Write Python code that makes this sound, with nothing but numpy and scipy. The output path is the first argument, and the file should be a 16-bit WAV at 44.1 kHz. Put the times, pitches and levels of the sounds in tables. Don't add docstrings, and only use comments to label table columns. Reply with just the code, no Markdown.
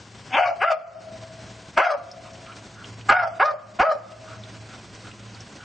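import sys
import numpy as np
from scipy import signal
from scipy.io import wavfile
from scipy.ndimage import uniform_filter1d

SR = 44100
rng = np.random.default_rng(int(sys.argv[2]) if len(sys.argv) > 2 else 0)


def generate_wav(signal):
    frames = np.transpose(np.atleast_2d(signal))
    scaled = np.clip(frames, -1, 1) * 32767
    pcm = np.round(scaled).astype(np.int16)
    wavfile.write(sys.argv[1], SR, pcm)


def to_linear_factor(level_db):
    exponent = np.asarray(level_db, float) / 20
    return 10 ** exponent


N = 248705
TIME = np.arange(N) / SR


def evened(x):
    return x / np.sqrt(np.mean(x ** 2) + 1e-20)


def read(points, hz):
    f, value = np.transpose(points)
    return np.interp(np.log(hz + 1), np.log(f + 1), value)


def add(mix, s, sound):
    part = mix[round(s * SR):][:len(sound)]
    part += sound[:len(part)]


def resonate(x, hz, width):
    turn = np.exp(2j * np.pi * np.cumsum(hz * np.ones(len(x))) / SR)
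    r = np.exp(-np.pi * width / SR)
    return 2 * (turn * signal.lfilter([1 - r], [1, -r], x / turn)).real


def resonate_twice(x, hz, width):
    return resonate(resonate(x, hz, width), hz, width)


def highpass(x, order, hz):
    return signal.sosfilt(signal.butter(order, hz, "high", fs=SR, output="sos"), x)


def wander(length, span):
    return evened(uniform_filter1d(uniform_filter1d(rng.standard_normal(length), span), span))


def step(x):
    return .5 + .5 * np.tanh(x)


# (frequency [Hz], density [dB per Hz])
WASH_SPECTRUM = [(30, -35.5), (70, -6), (144, -9), (330, -12.5), (600, -16.5), (1000, -15.5), (1220, -20.5),
                 (1450, -17.5), (2440, -22), (5780, -24.5), (8360, -30.5), (9500, -41)]
# (frequency [Hz], left-right coherence [0-1])
COHERENCE = [(40, 0.9), (160, 1), (450, 0.98), (1240, 0.59), (3400, 0.32), (5500, 0.9), (7500, 1)]
WASH_DB = -45


def wash():
    frames, hz = N // 256 + 5, np.fft.rfftfreq(1024, 1 / SR)
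    a, b, c, d, patches = rng.standard_normal((frames, 513, 5)).T
    patches = evened(uniform_filter1d(uniform_filter1d(patches, 12, 0), 14, 1))
    flicker = evened(uniform_filter1d(rng.standard_normal(frames), 4))
    same = np.clip(read(COHERENCE, hz), 0, 1)[:, None]
    mid = a + 1j * b
    side = 0.51 * np.sqrt((1 - same) / (1 + same)) * (c + 1j * d)
    from_notch = (hz + 450) % 905 - 450
    notch_db = -9 * np.exp(-(from_notch / 35) ** 2) * (hz > 400) * (hz < 2200)
    z = np.array([mid + side, mid - side])
    z *= to_linear_factor((read(WASH_SPECTRUM, hz) + notch_db)[:, None] + 0.5 * patches + 1.8 * flicker)
    noise = signal.istft(z, nperseg=1024, noverlap=768)[1][:, :N]
    return to_linear_factor(WASH_DB - 0.5) * evened(noise)


def wind():
    band = signal.butter(3, [30, 90], "band", fs=SR, output="sos")
    rumble = signal.sosfilt(band, rng.standard_normal((2, N)))
    rumble = evened(rumble) * to_linear_factor(2.3 * wander(N, 5000) - 69.5)
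    return rumble + 0.3 * rumble[::-1]


# (time [s], level [dB])
ENGINE_LOAD = [(0, -53), (.25, -47.5), (.4, -56.5), (1.0, -51.5), (1.18, -47.5), (1.55, -49), (1.65, -58.5),
               (2.06, -53), (2.18, -52), (2.3, -51), (2.6, -53.5), (2.98, -42.5), (3.2, -47.5),
               (4.1, -49.5), (4.37, -43.5), (4.75, -50), (5.36, -45.5), (5.5, -59)]
HUM_HZ, HUM_WAVER = 111, .012
DRONE_DB, DRONE_FOLLOWS = -55, 0.74


def hum():
    level_db = np.interp(TIME, *np.transpose(ENGINE_LOAD))
    hz = HUM_HZ * (1 + HUM_WAVER * wander(N, 4000))
    drone_db = DRONE_DB + DRONE_FOLLOWS * (level_db + 55.5) - level_db
    line = np.sqrt(2) * np.sin(2 * np.pi * np.cumsum(hz) / SR)
    line *= 1 + 0.2 * wander(N, 900)
    fuzz = evened(resonate_twice(rng.standard_normal(N), hz, 22))
    apart = evened(resonate_twice(rng.standard_normal(N), hz, 22))
    drone = evened(resonate(resonate(rng.standard_normal(N), 1.75 * hz, 30), 1.8 * hz, 34))
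    mid = 1.45 * line + .5 * fuzz + to_linear_factor(drone_db - 3.0) * drone
    return to_linear_factor(level_db - 3.5) * np.array([mid + 0.18 * apart, mid - 0.19 * apart])


# (time of full force [s], length [s], held level [dB], sag over the bark [dB])
BARK_TIMES = [
    (.347, 0.2, -16, -9),
    (.618, 0.14, -14, -11),
    (1.778, 0.18, -15, -9.5),
    (3.093, .2, -12.5, -14.5),
    (3.401, 0.14, -16, -8.5),
    (3.797, 0.16, -14.5, -10),
]
# (rise [s], burst over the held level [dB], chest push [dB], bright rasp [dB])
BARK_ONSETS = [(.047, 1, -58.5, -64.5), (.022, -3.5, -45.5, -47), (.018, 7.5, -34.5, -36),
               (0.009, 8, -27.5, -28.5), (.009, 3, -47, -46.5), (.011, 4.5, -28, -41)]
# (roughness [0-1], second resonance [dB], upper resonances [dB],
# mouth opening [factor], extra gape at the burst [factor])
BARK_COLOURS = [(.36, -7, -2, 1.03, .18), (.24, 1, -1, 1.06, -.04), (.33, 2, -5, 1.08, -.08),
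                (.32, 7, -6, 1.09, -.06), (.19, 2, -8, 1.0, .01), (.24, -1, -10, 1.01, .04)]
# (start [Hz], top [Hz], end [Hz], middle of the leap [s], half its length [s])
BARK_PITCHES = [(250, 722, 680, .027, .016), (310, 690, 610, .013, .02), (290, 715, 575, .024, .02),
                (400, 728, 652, .025, .012), (310, 622, 600, .017, .021), (330, 652, 600, .027, .021)]
RISE_DB, BURST_S, RELEASE_S, RELEASE_DB = -34, 0.016, 0.034, -10
DROP_FROM, DROP_SPAN, GAPE_S = .66, .12, .03
SECOND_FADE_DB, UPPER_FADE_DB = -17.5, -22.5
ROUGH_GROWTH, MOUTH_CLOSE = 0.29, .05
SLIP_DB, SLIP_S = 2.5, 0.012


def bark_shape(t, row, onset, colour, pitch):
    _, length, held_db, sag_db = row
    rise, burst_db, *_ = onset
    rough, second_db, upper_db, mouth, gape = colour
    start_hz, top_hz, end_hz, leap, half = pitch
    done = np.clip(t / length, 0, 1)
    slips_db = np.array([wander(len(t), int(SLIP_S * SR)) for control in range(3)])
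    slips_db *= SLIP_DB * np.clip(t / 0.017, 0, 1)

    level_db = held_db + burst_db * np.exp(-abs(t) / BURST_S) + sag_db * done + slips_db[0]
    level_db += RISE_DB * np.clip(-t / rise, 0, 1)
    level_db += RELEASE_DB * np.clip(1 + (t - length) / RELEASE_S, 0, 1)
    hz = start_hz + (top_hz - start_hz) * step((t - leap) / half)
    hz -= (top_hz - end_hz) * step((done - DROP_FROM) / DROP_SPAN)
    second_db = second_db + SECOND_FADE_DB * step((done - .78) / 0.15) + slips_db[1]
    upper_db = upper_db + UPPER_FADE_DB * done ** 0.88 + slips_db[2]
    rough = rough * (1 + ROUGH_GROWTH * (done - .5))
    mouth = mouth * (1 - MOUTH_CLOSE * done ** 4) + gape * np.exp(-(t / GAPE_S) ** 2)
    return level_db, hz, second_db, upper_db, rough, mouth


# (frequency [Hz], width [Hz], level [dB])
THROAT_RESONANCES = [(685, 315, 2.5), (1304, 646, 0.5), (2020, 1060, 2), (2794, 680, -3), (4540, 2400, -22)]
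CHEST_DB = -13.5


def bark(row, onset, colour, pitch):
    t = np.arange(-onset[0], row[1], 1 / SR)
    level_db, hz, second_db, upper_db, rough, mouth = bark_shape(t, row, onset, colour, pitch)
    rough = np.clip(rough, 0, 1)
    turns = np.cumsum(hz * (1 + 0.053 * rough * wander(len(t), 60))) / SR
    folds = sum(np.cos(2 * np.pi * k * turns) / k ** 0.073 for k in range(1, 11))
    folds = evened(folds) * (1 + 1.34 * rough * wander(len(t), 120))
    puffs = evened((0.43 + np.exp(-(turns % 1) / 0.34)) * rng.standard_normal(len(t)))
    puffs = highpass(puffs, 4, 520)

    opening_db = [0, second_db, upper_db, upper_db, -4 + 3 * wander(len(t), 900)]
    voice = 0
    for k, ((f, width, db), open_db) in enumerate(zip(THROAT_RESONANCES, opening_db)):
        noisy = np.clip(rough * (f / 900) ** 0.91, 0, 1)
        drive = (1 - noisy) * folds + 1.7 * noisy * puffs
        sign = (-1) ** k
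        voice = voice + sign * to_linear_factor(db + open_db) * resonate_twice(drive, f * mouth, width)
    chest = to_linear_factor(CHEST_DB) * np.cos(2 * np.pi * turns) * np.clip(2 - hz / 300, 0, 1)
    voice = evened(voice) + chest

    treble = signal.butter(3, 3300, "high", fs=SR, output="sos")
    voice -= 0.39 * signal.sosfiltfilt(treble, voice)
    voice -= .75 * resonate(voice, 1870, 260)
    voice = highpass(voice, 2, 220)
    voice /= np.sqrt(uniform_filter1d(voice ** 2, 900) + 1e-9)
    return row[0] - onset[0], to_linear_factor(level_db - 2.0) * voice * signal.windows.tukey(len(t), .05)


def thump(s, db, crack_db):
    push = uniform_filter1d(rng.standard_normal(1400), 70)
    swell = np.exp(-((np.arange(1400) / SR - .012) / .009) ** 4)
    rasp = np.diff(rng.standard_normal(1401)) * swell
    return s - .008, to_linear_factor(db) * evened(push) * np.hanning(1400) + to_linear_factor(crack_db) * rasp


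# (frequency [Hz], t60 [s])
WALL_DECAY = [(200, 0.67), (650, 1.64), (1300, 1.06), (2500, 0.84), (6000, 0.52)]


def yard(x, start, length, speed):
    taps = np.zeros((2, length))
    at = np.arange(start, length - 20, 20)
    at = at + rng.integers(0, 20, (2, len(at)))
    np.put_along_axis(taps, at, rng.choice([-1., 1.], at.shape), 1)
    hz, t, z = signal.stft(taps, SR, nperseg=256)
    decay = to_linear_factor(-60 * speed * t / read(WALL_DECAY, hz)[:, None])
    tail = signal.istft(z * decay, SR, nperseg=256)[1]
    tail = np.array([tail[0] + .55 * tail[1], tail[0] - .55 * tail[1]])
    return signal.fftconvolve(x[None], tail / np.linalg.norm(tail[0]), axes=1)[:, :N]


# (frequency [Hz], level [dB], t60 [s])
CAN_MODES = [(544, -27, 1.9), (628, -40, 2.3), (641.4, -36, 2.24), (653, -34.5, 2.32), (660.5, -30.5, 1.93),
             (716, -34.5, 1.82), (1280, -38, 0.7), (1375, -35.5, .8)]


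def can(x):
    t = np.arange(2 * SR) / SR
    ring = sum(to_linear_factor(db - 46 - 60 * t / t60) * np.sin(2 * np.pi * hz * t) for hz, db, t60 in CAN_MODES)
    return signal.fftconvolve(x, ring)[:N] * np.array([[1.15], [.85]])


DUCK_DEPTHS = [3.4, 13.6, 6.8, 4.7, 9, 7.4]


def camera_gain():
    duck_db = np.zeros(N)
    for (s, length, *_), db in zip(BARK_TIMES, DUCK_DEPTHS):
        fall = np.clip((TIME - s) / 0.049, 0, 1)
        rise = np.clip(1 - (TIME - s - length - .06) / 0.32, 0, 1)
        duck_db = np.maximum(duck_db, db * fall * rise)
    return to_linear_factor(-duck_db)


# (time [s], length [s], frequency [Hz], level [dB], octave [dB])
WHISTLE_NOTES = [
    (0.436, 0.065, 1123, -28.5, -2),
]


def whistle(s, length, hz, db, octave_db):
    turns = np.cumsum(hz * (1 + 0.013 * wander(int(length * SR), 200))) / SR
    tone = np.sin(2 * np.pi * turns) + to_linear_factor(octave_db) * np.sin(4 * np.pi * turns)
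    tone *= 1 + .5 * wander(len(tone), 150)
    return s, to_linear_factor(db) * tone * np.hanning(len(tone)) ** .5


# (time [s], peak level [dB], frequency [Hz])
CLAW_TICKS = [(0.8977, -70, 2760), (2.1143, -40.5, 5240), (2.333, -48, 5898), (2.3545, -49, 2703),
              (2.465, -43.5, 2650), (2.5189, -45, 2647), (2.843, -38, 3000), (3.011, -43, 2600),
              (4.1204, -50, 2600), (4.4367, -41, 3450), (4.9502, -47, 5960), (5.1135, -44, 2685),
              (5.3462, -45, 4470), (5.4053, -42.5, 5740), (5.6103, -48, 2940)]


def claw(s, db, hz):
    t = np.arange(900) / SR
    grit = rng.standard_normal(900) * to_linear_factor(-60 * t / .03)
    return s, to_linear_factor(db - 6.5) * evened(resonate_twice(grit, hz, 1100))


# (time [s], length [s], level [dB], mouth resonance [Hz], brightness [dB])
PANT_PUFFS = [
    (1.191, 0.084, -69, 1226, -5),
    (2.237, 0.061, -49.5, 1190, -0.5),
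    (2.453, 0.1, -45.5, 1300, -9),
    (2.754, 0.096, -47, 1380, -25),
    (4.254, 0.13, -45.5, 1310, -5.5),
    (4.679, 0.089, -50, 1426, 0),
    (5.032, 0.071, -48.5, 1400, -5),
    (5.341, 0.045, -55.5, 1440, 6),
    (5.583, 0.077, -49, 1450, -6),
]


def pant(s, length, db, hz, bright_db):
    air = rng.standard_normal(int(length * SR))
    mouth = evened(resonate_twice(air, hz, 440))
    mouth = mouth + to_linear_factor(bright_db) * evened(resonate(air, 2000, 1300))
    return s, to_linear_factor(db) * mouth * np.hanning(len(air)) ** 0.38


# (time [s], left minus right [dB])
CAMERA_TURN = [(0, 2.4), (.8, 2.2), (1.2, .6), (1.8, 1), (3, 0), (5.64, -.3)]


def scene():
    voice, small = np.zeros(N), np.zeros(N)
    for row, onset, colour, pitch in zip(BARK_TIMES, BARK_ONSETS, BARK_COLOURS, BARK_PITCHES):
        add(voice, *bark(row, onset, colour, pitch))
        add(small, *thump(row[0], *onset[2:]))
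    for row in WHISTLE_NOTES:
        add(voice, *whistle(*row))
    for row in CLAW_TICKS:
        add(small, *claw(*row))
    for row in PANT_PUFFS:
        add(small, *pant(*row))
    dog = (voice + small) / camera_gain()
    walls = to_linear_factor(-9) * yard(dog, 200, SR // 4, 9.)
    houses = to_linear_factor(-22.5) * yard(dog, 2000, 2 * SR, 1.77)
    near = dog + walls + houses + can(dog)
    lean_db = np.interp(TIME, *np.transpose(CAMERA_TURN)) * np.array([[.5], [-.5]])
    return (near + hum() + wash() + wind()) * to_linear_factor(lean_db)


# (frequency [Hz], readiness [dB])
MASK_READINESS = [(40, 12), (400, 8), (600, -20), (1500, -18), (2500, -8), (3700, 15), (4700, -1),
                  (5600, 5), (7500, 6), (9000, 0)]


def masked(x, below_db):
    hz, t, z = signal.stft(x, SR, nperseg=1024, noverlap=768)
    power_db = 10 * np.log10(uniform_filter1d((abs(z) ** 2).mean(0), 5, 1) + 1e-16)
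    whim = 9 * rng.standard_normal((len(t) // 16 + 1, len(hz) // 3 + 1)).T
    whim = whim.repeat(3, 0).repeat(16, 1)[:len(hz), :len(t)]
    margin_db = power_db - power_db.max(0) + below_db - read(MASK_READINESS, hz)[:, None] + whim
    kept = .03 + .97 / (1 + np.exp(-np.clip(margin_db, -30, 30)))
    return signal.istft(z * kept, nperseg=1024, noverlap=768)[1][:, :N]


def band_limit(x):
    return signal.sosfilt(signal.butter(12, 9900, fs=SR, output="sos"), x)


def record(dry):
    heard = highpass(dry, 2, 48)
    ducked = 0.68 * np.tanh(heard * camera_gain() / 0.65)
    limited = signal.oaconvolve(ducked, signal.firwin(511, 8900, fs=SR)[None], "same")
    return band_limit(masked(limited, below_db=45))


dry = scene()
out = record(dry)
generate_wav(out)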